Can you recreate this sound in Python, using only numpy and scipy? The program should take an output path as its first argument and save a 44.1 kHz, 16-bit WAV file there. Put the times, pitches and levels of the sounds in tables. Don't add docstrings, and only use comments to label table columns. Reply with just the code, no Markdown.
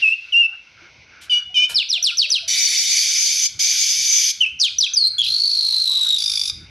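import sys
import numpy as np
from scipy import signal
from scipy.fft import rfft, irfft
from scipy.io import wavfile
from scipy.ndimage import uniform_filter1d

SR = 44100
rng = np.random.default_rng(int(sys.argv[2]) if len(sys.argv) > 2 else 0)


def dump(signal):
    limited = np.clip(np.atleast_2d(signal).T, -1, 1)
    pcm = np.round(limited * 32767).astype(np.int16)
    wavfile.write(sys.argv[1], SR, pcm)


N = 295457
T = np.arange(N) / SR


# [f/Hz, level per Hz/dB]
FADING_COLOUR = [(1200, -29), (2500, -2), (4300, -6.5), (6000, -13.5), (7500, -35)]
# [f/Hz, level per Hz/dB]
YARD_COLOUR = [(120, -43), (200, -6.5), (338, -8), (532, -8), (781, -8), (1070, -8), (1340, -27.5),
               (1900, -9), (2190, 7), (3330, -9), (6130, -8.5), (7180, -40), (13000, -50)]
YARD_DB = -58.5
# [f/Hz, level per Hz/dB]
WIND_COLOUR = [(12, -64), (20, -60), (54, -11), (102, -7.5), (248, -25), (338, -26), (500, -42),
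               (650, -68.5), (1100, -120)]
# [middle t/s, level/dB, time from middle to 37 % height/s]
GUSTS = [(0.975, -68, 0.055), (1.486, -62, 0.069), (1.73, -51.5, 0.026), (2.454, -65, 0.067),
         (3.552, -52.5, 0.038), (3.774, -59, 0.033), (3.994, -59.5, 0.052), (4.398, -51, 0.017),
         (4.538, -53.5, 0.053), (4.74, -53, 0.027), (4.953, -59, 0.036), (5.235, -54, .11),
         (5.868, -64.5, 0.19), (6.308, -60, 0.11), (6.577, -49, 0.16)]
BREEZE_DB = -70.5
# [f/Hz, width of each of two passes/Hz, level/dB]
BACKGROUND_BAND = [(1467, 350, -64)]

# [t/s, f/Hz (the first partial sounds 1 % lower), level before flutter/dB]
WHISTLES = [
    [(0.018, 2848, -33), (0.03, 2790, -9.5), (0.054, 2597, -14.5), (0.082, 2620, -10), (0.094, 2698, -17.5),
     (0.102, 2606, -17.5), (0.138, 2820, -18), (0.158, 2570, -40)],
    [(0.322, 3186, -32.5), (0.328, 2970, -18), (0.346, 2740, -11.5), (0.368, 2820, -8), (0.41, 2851, -10),
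     (0.438, 2688, -15), (0.464, 2693, -15.5), (0.475, 2750, -73)],
    [(4.405, 3050, -25), (4.413, 3106, -9.5), (4.447, 2683, -16), (4.453, 2477, -16), (4.457, 2600, -44),
     (4.461, 2650, -17), (4.48, 2585, -27.5)],
    [(4.935, 6300, -22), (4.943, 6240, -23), (4.955, 5570, -24.5), (4.977, 4810, -10.5),
     (4.991, 4510, -16.5), (5.057, 4154, -15.5), (5.081, 4380, -16.5), (5.085, 4400, -23)],
    [(5.18, 3400, -32), (5.188, 3420, -23.5), (5.222, 3300, -15.5), (5.24, 3000, -37), (5.272, 2500, -38)],
]
WHISTLE_FLUTTER = [1.8, .5, 2.5, 3.5, 7]
# [2nd level/dB, 3rd level/dB]
WHISTLE_OVERTONES = [(-35.5, -46), (-36, -50.5), (-28.5, -41), (-29.5, -24), (-22.5, -30)]
# [f/Hz, level per Hz/dB]
WHISTLE_BREATH = [(1500, -53), (3000, 23), (6000, 17.5), (7800, -2), (10000, 10), (12000, -31),
                  (13600, -60)]
# [t/s, length/s, low f/Hz, high f/Hz, level/dB]
VOICE_BREAKS = [(4.598, 0.023, 4820, 6180, -18.5), (4.802, 0.022, 4050, 5650, -24),
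                (5.219, 0.074, 2890, 4630, -25)]
OVERTONE_CUT_HZ, OVERTONE_SLOPE_DB = 11500, 40

# [start t/s, end t/s, top f/Hz, bottom f/Hz (first partials sound 1 % lower),
# fall/octaves per s above the resting pitch, level before flutter/dB, held top against that level/dB]
CHIRPS = [(1.743, 1.831, 5560, 2406, 23.7, -19, -2), (1.889, 1.986, 6280, 2418, 22.9, -21.5, -12),
          (2.026, 2.113, 6200, 2337, 27.5, -19.5, -3.5), (2.171, 2.263, 6390, 2366, 25.4, -18.5, -9.5),
          (2.302, 2.391, 6260, 2448, 25, -20, -1), (4.589, 4.687, 5890, 2440, 21.8, -19, -24),
          (4.784, 4.879, 5950, 2424, 23.8, -19.5, 2.5)]
# [2nd level/dB, 3rd level/dB]
CHIRP_OVERTONES = (-27, -36)
CHIRP_FLUTTER_DB = 6
CHIRP_REST_HZ = 1200
CHIRP_BEND = .018
CHIRP_SCOOP, CHIRP_SCOOP_S = 0.0513, 0.00396
CHIRP_DIP_DB, CHIRP_DIP_S = 9, .003
CHIRP_FADE_DB, CHIRP_FADE_S = 12.5, 0.046

# [t/s, level/dB, length/s, share that rings the perch/dB]
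SCUFFS = [(0.347, -40, 0.0088, -22.5), (1.209, -43.5, 0.051, -31), (1.69, -37, 0.043, 7.5),
          (2.288, -29, 0.026, -43)]
# [f/Hz, level/dB, time to fall by 60 dB/s]
PERCH_TONES = [(600, 12, .025), (930, 1, .02), (1420, 1, .02), (2300, -3, .02)]
# [t/s, length/s, f/Hz, level/dB]
BLIPS = [(0.465, 0.095, 804, -63), (0.812, 0.062, 335, -63.5), (1.478, 0.078, 740, -65.5),
         (1.964, 0.069, 698, -58.5), (2.108, 0.043, 1440, -45.5), (2.261, 0.066, 600, -56.5),
         (2.414, 0.078, 669, -57), (2.642, 0.094, 337, -59.5), (5.58, 0.21, 998, -60),
         (5.885, 0.19, 1090, -55)]

# [t/s, f of the fifth partial/Hz, its level/dB]
NASAL_NOTES = [
    [(1.296, 3004, -24), (1.304, 3030, -20.5), (1.334, 2893, -10), (1.38, 2937, -17), (1.41, 2900, -29)],
    [(1.542, 3069, -28), (1.548, 3130, -27.5), (1.574, 2947, -10), (1.62, 3044, -16.5), (1.642, 2982, -11),
     (1.656, 3118, -19.5), (1.665, 3000, -24)],
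]
# [multiple, level in the first note/dB, level in the second/dB]
NASAL_PARTIALS = [(4, -22, -8), (6, -24, -20), (7, -47, -33.5), (8, -22, -27), (9, -34, -20.5),
                  (10, -25, -21.5), (11, -38, -32.5), (13, -47, -43), (15, -42, -46), (18, -52, -46),
                  (19, -49, -50)]

# [start t/s, end t/s, first level/dB, last level/dB]
BUZZES = [(2.477, 3.477, -21.5, -20), (3.59, 4.322, -18.5, -18)]
# [f/Hz, width of each of two passes/Hz, relative level/dB]
THROAT_NARROW = [(2265, 390, -3), (3032, 61, -0.5), (3660, 415, -1.5), (4555, 380, 1), (5195, 170, -0.5),
                 (5863, 380, 3.5), (7070, 1340, -10.5), (10150, 940, -11.5), (11900, 640, -18.5)]
# [f/Hz, width of each of two passes/Hz, relative level/dB]
THROAT_WIDE = [(2315, 163, 3), (3240, 900, 0.5), (3640, 590, -4), (4662, 710, 6), (5270, 900, 3.5),
               (6090, 287, 16), (6640, 850, 4), (9400, 500, -9), (11230, 1050, -5.5)]
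# [t/s, share from 0 to 1]
BEAK_OPENING = [(2.47, .03), (2.85, .12), (3.03, .6), (3.3, .8), (3.5, .9), (4.34, .97)]
# [f/Hz, level per Hz/dB]
BUZZ_BREATH = [(1000, -97), (1500, -20.5), (2200, -11.5), (4000, -7.5), (6000, 1.5), (7500, -25),
               (8500, -11.5), (11800, -33), (12400, -4), (13600, -45)]
BUZZ_ATTACK_S, BUZZ_RELEASE_S, BUZZ_WAVER_DB = .007, 0.015, 1.0

# [t/s, centre f/Hz, level before dips and beats/dB]
TRILL = [(5.235, 3800, -31), (5.275, 4040, -21), (5.332, 4270, -17.5), (5.43, 4434, -16),
         (5.736, 4155, -16.5), (5.83, 4200, -19.5), (5.87, 4005, -19.5), (6.118, 3810, -20),
         (6.18, 3750, -23.5)]
# [t/s, share]
TRILL_FUSING = [(5.225, .05), (5.8, .15), (5.95, .5), (6.15, .6), (6.19, .3)]
# [f/Hz, level per Hz/dB]
TRILL_BREATH = [(1500, -50), (2000, -30), (2500, -10), (3500, -6.5), (5500, 4.5), (7000, -7.5), (9300, -16),
                (10200, 2.5), (11300, -23.5), (12600, -7), (13600, -4.5)]
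TRILL_RATE, TRILL_FIRST_S = 52.33, 5.2585
TRILL_RISE = .14
TRILL_SECOND_DB, SECOND_GROWS_DB_PER_S, TRILL_THIRD_DB = -39, 33.5, -22
TRILL_BREATH_DB = -32.5

# [multiple, level/dB]
RATTLE_PARTIALS = [(3, -4), (4, -1.5), (1, -21.5), (2, -9), (4.5, -8.5), (5, -16.5), (6, -25), (8, -35),
                   (9, -27)]
RATTLE_HZ = 1198
RATTLE_START_S, RATTLE_GAP_S, RATTLE_PULSES = 6.1818, .0192, 17
RATTLE_SLOWS_FROM, RATTLE_SLOWER_S = 11, .0015
RATTLE_DB, RATTLE_ENDS_DB, RATTLE_UNEVEN_DB = -19.5, 1.5, -1
RATTLE_LOW_DB, LOW_GROWS_DB, LOW_ALTERNATES_DB, LOW_DIES_DB_PER_S = -11, 8, 6.5, 2500

# [f/Hz, level/dB]
WALL_COLOUR = [(1000, 0.5), (2800, -9.5), (3800, -1.5), (5000, -5.5), (6200, -4), (13000, -0.5)]
CUTOFF_HZ = 13850


def amp(db):
    return 10 ** (np.asarray(db) / 20)


def rms_one(x):
    return x / np.sqrt(np.mean(x ** 2) + 1e-20)


def in_time(rows, edge_s=0.0017):
    s, *columns = np.transpose(rows)
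    gate = np.clip(np.minimum(T - s[0], s[-1] - T) / edge_s, 0, 1)
    return [gate] + [np.interp(T, s, c) for c in columns]


def pass_filter(kind, order, hz, x):
    return signal.sosfilt(signal.butter(order, hz, kind, fs=SR, output="sos"), x)


def drift(rate_hz):
    return rms_one(pass_filter("low", 2, rate_hz, rng.standard_normal(N)))


def colour(x, points):
    hz, db = np.transpose(points)
    bins = np.arange(N // 2 + 1) * SR / N + 1
    gain = amp(np.interp(np.log(bins), np.log(hz), db))
    return rms_one(irfft(rfft(x) * gain, N))


def resonate(x, hz, width_hz):
    r = np.exp(-np.pi * width_hz / SR)
    top = np.array([1, 0, -1]) * (1 - r * r) / 2
    return signal.lfilter(top, [1, -2 * r * np.cos(2 * np.pi * hz / SR), r * r], x)


def resonate_twice(x, hz, width_hz):
    return resonate(resonate(x, hz, width_hz), hz, width_hz)


def ring(push, hz, t60):
    r, w = amp(-60 / (t60 * SR)), 2 * np.pi * hz / SR
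    return signal.lfilter([0, np.sin(w)], [1, -2 * r * np.cos(w), r * r], push + 1e-18)


def partials(pitch_hz, levels, blur=0):
    phase = 2 * np.pi * np.cumsum(pitch_hz) / SR
    total = 0
    for i, (k, db) in enumerate(levels):
        sine = np.sin(k * phase + (i > 0) * k * blur)
        total = total + np.sqrt(2) * amp(db) * sine * (k * pitch_hz < SR / 2)
    return total


def fading_song():
    return amp(-42 - 31 * T) * colour(rng.standard_normal(N), FADING_COLOUR)


def yard_hiss():
    return amp(YARD_DB + drift(10)) * colour(rng.standard_normal(N), YARD_COLOUR)


def wind():
    puffs = sum(amp(db) * np.exp(-((T - s) / half) ** 2) for s, db, half in GUSTS)
    lumps = amp(1.9 * drift(15.0))
    return (amp(BREEZE_DB) + puffs) * lumps * colour(rng.standard_normal(N), WIND_COLOUR)


def background_band():
    out = 0
    for hz, width_hz, db in BACKGROUND_BAND:
        band = rms_one(resonate_twice(rng.standard_normal(N), hz, width_hz))
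        out = out + amp(db + 5.7 * drift(6.4)) * band
    return out


def whistles_and_chirps():
    out, shiver, blur = 0, drift(70) ** 2, .09 * drift(300)
    breath = amp(-36) * colour(rng.standard_normal(N), WHISTLE_BREATH)
    fickle_db = 5.0 * drift(22)
    notes = list(zip(map(in_time, WHISTLES), WHISTLE_FLUTTER, WHISTLE_OVERTONES))
    notes += [(chirp(*row), CHIRP_FLUTTER_DB, CHIRP_OVERTONES) for row in CHIRPS]
    for (gate, hz, db), depth_db, (second_db, third_db) in notes:
        overtones = []
        for k, rel_db in zip((2, 3, 4), (second_db, third_db, third_db - 7.0)):
            octaves_over = np.clip(np.log2(k * hz / OVERTONE_CUT_HZ), 0, None)
            overtones.append((k, db + rel_db + fickle_db - OVERTONE_SLOPE_DB * octaves_over))
        tone = partials(hz, [(0.99, db)] + overtones, (1.0 + depth_db) * blur)
        flutter = amp(depth_db * (1.37 - shiver))
        out = out + gate * (flutter * tone + amp(db + 1.97 * depth_db) * breath)
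    for s, length, low_hz, high_hz, db in VOICE_BREAKS:
        harsh = rms_one(pass_filter("band", 4, [low_hz, high_hz], rng.standard_normal(N)))
        out = out + in_time([(s, 0), (s + length, 0)])[0] * amp(db) * harsh
    return out


def cage():
    noise, out = rng.standard_normal(N), 0
    shaken = sum(amp(db) * ring(noise, hz, t60) for hz, db, t60 in PERCH_TONES)
    perch = rms_one(np.diff(shaken, 2, prepend=[0, 0]))
    bright = colour(noise, [(400, -51), (1000, -8.5), (3000, 5.0), (9000, -5.0), (13600, -7)])
    for s, db, length, ring_db in SCUFFS:
        since = np.clip(T - s, 0, None)
        shape = np.minimum(since / 0.0098, 1) * np.exp(-(since / length) ** 3)
        out = out + amp(db) * shape * (amp(ring_db) * perch + amp(-7) * bright)
    return out


def blips():
    waver, flicker_db, out = 1 + .03 * drift(40), 3 * drift(25), 0
    for s, length, hz, db in BLIPS:
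        gate = in_time([(s, 0), (s + length, 0)], edge_s=.014)[0]
        out = out + gate * partials(hz * waver, [(1, db + flicker_db)])
    return out


def nasal_notes():
    out, breath = 0, amp(-26.5) * colour(rng.standard_normal(N), WHISTLE_BREATH)
    blur = .035 * drift(150)
    for note, rows in enumerate(NASAL_NOTES):
        gate, fifth_hz, db = in_time(rows)
        others = [(k, db + rel_db[note] + 3.5 * drift(25)) for k, *rel_db in NASAL_PARTIALS]
        out = out + gate * (partials(fifth_hz / 5, [(5, db)] + others, blur) + amp(db) * breath)
    return out


def chirp(start, end, top_hz, bottom_hz, fall, db, head_db):
    falling = CHIRP_REST_HZ + (bottom_hz - CHIRP_REST_HZ) * 2 ** np.clip(fall * (end - T), 0, 4)
    fall_octaves = np.log2((top_hz - CHIRP_REST_HZ) / (bottom_hz - CHIRP_REST_HZ))
    breaks = end - fall_octaves / fall
    held = top_hz * (1 - CHIRP_SCOOP * np.exp(-np.abs(T - start) / CHIRP_SCOOP_S))
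    smooth = uniform_filter1d(np.minimum(falling, held), size=150)
    hz = smooth * (1 + CHIRP_BEND * drift(35))
    head = head_db * np.clip((breaks + 0.011 - T) / 0.015, 0, 1)
    dip = CHIRP_DIP_DB * np.exp(-((T - breaks) / CHIRP_DIP_S) ** 2)
    fade = CHIRP_FADE_DB * np.clip(1 - (end - T) / CHIRP_FADE_S, 0, 1)
    return in_time([(start, 0), (end, 0)])[0], hz, db + head - dip - fade


def throat(air, modes, wander_db):
    out = 0
    for k, (hz, width_hz, db) in enumerate(modes):
        strength = (-1) ** k * amp(db + wander_db * drift(9.7))
        out = out + strength * resonate_twice(air, hz, width_hz)
    return rms_one(out)


def buzzes():
    cycle = np.cumsum(222 * (1 + 0.0984 * drift(28.7))) / SR
    puffs = 1 + 0.12 * np.cos(2 * np.pi * cycle)
    air = rng.standard_normal(N) * puffs * amp(0.13 * drift(6.8))
    narrow = throat(air, THROAT_NARROW, wander_db=1.5)
    wide = throat(air, THROAT_WIDE, wander_db=1.5)
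    breath = amp(-10) * colour(air[::-1], BUZZ_BREATH)
    opening = np.clip(in_time(BEAK_OPENING)[1], 0, 1)
    voice = np.sqrt(1 - opening) * narrow + np.sqrt(opening) * wide + breath
    waver_db, out = BUZZ_WAVER_DB * drift(3.7), 0
    for start, end, first_db, last_db in BUZZES:
        gate = np.clip(np.minimum((T - start) / BUZZ_ATTACK_S, (end - T) / BUZZ_RELEASE_S), 0, 1)
        level_db = np.interp(T, [start, end], [first_db, last_db]) + waver_db
        out = out + gate * amp(level_db) * voice
    return out


def trill():
    gate, hz, db = in_time(TRILL)
    place = (TRILL_RATE * (T - TRILL_FIRST_S) + .04 * drift(30)) % 1
    main = np.exp(-((place - .5) / 0.31) ** 2)
    after = .5 * np.exp(-((place - .9) / 0.041) ** 2)
    fused = in_time(TRILL_FUSING)[1]
    beat = (main + after) * amp(2.0 * drift(27)) + fused
    rise = TRILL_RISE * (1 - fused)
    pitch = hz * (1 + rise * (np.minimum(place, .65) - .5) + .009 * drift(150))
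    dips = amp(4.5 * (.8 - drift(161) ** 2))
    second_db = db + TRILL_SECOND_DB + SECOND_GROWS_DB_PER_S * (T - TRILL[0][0]) + 2.5 * drift(34)
    overtones = partials(pitch, [(2, second_db), (3, db + TRILL_THIRD_DB)])
    tone = beat * partials(pitch, [(1, db)]) + main ** 2 * overtones
    breath = amp(TRILL_BREATH_DB) * colour(rng.standard_normal(N), TRILL_BREATH)
    return gate * (dips * tone + (.55 + .8 * main ** 2) * breath)


def rattle():
    n = np.arange(RATTLE_PULSES)
    luck = rng.standard_normal((len(n), len(RATTLE_PARTIALS) + 3))
    uneven, late, detune = luck[:, -3], luck[:, -2], luck[:, -1]
    slowing = RATTLE_SLOWER_S * np.maximum(n - RATTLE_SLOWS_FROM, 0)
    s = RATTLE_START_S + RATTLE_GAP_S * n + slowing + .0007 * late
    along = n / n[-1]
    peak_db = RATTLE_DB - RATTLE_ENDS_DB * (2 * along - 1) ** 4 + RATTLE_UNEVEN_DB * uneven
    low_db = RATTLE_LOW_DB + LOW_GROWS_DB * along ** 2 + LOW_ALTERNATES_DB * (-1) ** n
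    which = np.clip(np.searchsorted(s, T) - 1, 0, None)
    since = np.clip(T - s[which], 0, None)
    shape = (since / 0.003) * np.exp(1 - since / 0.0031)
    pitch = RATTLE_HZ * (1 + 0.015 * detune[which] + 0.018 * drift(200))
    levels = []
    for i, (k, db) in enumerate(RATTLE_PARTIALS):
        low = (low_db[which] - LOW_DIES_DB_PER_S * since) * (k < 3)
        levels.append((k, peak_db[which] + db + 2.0 * luck[which, i] + low))
    air = colour(rng.standard_normal(N), TRILL_BREATH)
    snap = (since > 0) * np.exp(-since / 0.0022)
    click = amp(peak_db[which] - 16.5) * snap * rng.standard_normal(N)
    gate = in_time([(s[0] - .006, 0), (s[-1] + 0.0026, 0)], edge_s=0.0066)[0]
    breath = (gate * amp(-32.5) + shape * amp(-29.5)) * air
    return shape * partials(pitch, levels) + click + breath


def walls(x, t60, cut_hz=4500, points=()):
    t = T[:SR]
    dull, bright = rng.standard_normal((2, SR)) * np.clip((t - .004) / 0.0011, 0, 1)
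    dull = pass_filter("low", 3, cut_hz, dull)
    bright = pass_filter("low", 1, 5000, bright)
    tail = dull * amp(-60 * t / t60) + amp(0.5) * bright * amp(-60 * t / (0.91 * t60))
    if points:
        hz, db = np.transpose(points)
        bins = np.arange(SR // 2 + 1) + 1
        tail = irfft(rfft(tail) * amp(np.interp(np.log(bins), np.log(hz), db)), SR)
    return signal.fftconvolve(x, tail / np.sqrt(np.sum(tail ** 2)))[:N]


def scene():
    buzz = buzzes()
    bird = whistles_and_chirps() + nasal_notes() + buzz + trill() + rattle()
    near = pass_filter("high", 4, 1200, bird) + cage()
    echoes = amp(-11) * walls(near, t60=0.41, points=WALL_COLOUR)
    background = fading_song() + yard_hiss() + wind() + background_band() + blips()
    middle = near + echoes + background
    fits = amp(-15 + 10 * np.tanh(2 * drift(8)))
    wide = fits * walls(buzz + amp(-16) * middle, t60=.05, cut_hz=13000)
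    wide = pass_filter("high", 10, 4300, wide)
    return middle + wide * [[1], [-1]]


def record(dry):
    level_db = 10 * np.log10(uniform_filter1d(np.mean(dry, axis=0) ** 2, size=300) + 1e-9)
    held_db = np.maximum.accumulate(level_db + 90 * T) - 90 * T
    lift_db = uniform_filter1d(.3 * (-16 - np.clip(held_db, -45, 0)), size=200)
    top_cut = signal.cheby2(12, 70, CUTOFF_HZ, fs=SR, output="sos")
    return signal.sosfilt(top_cut, dry * amp(lift_db))


dry = scene()
out = record(dry)
dump(out)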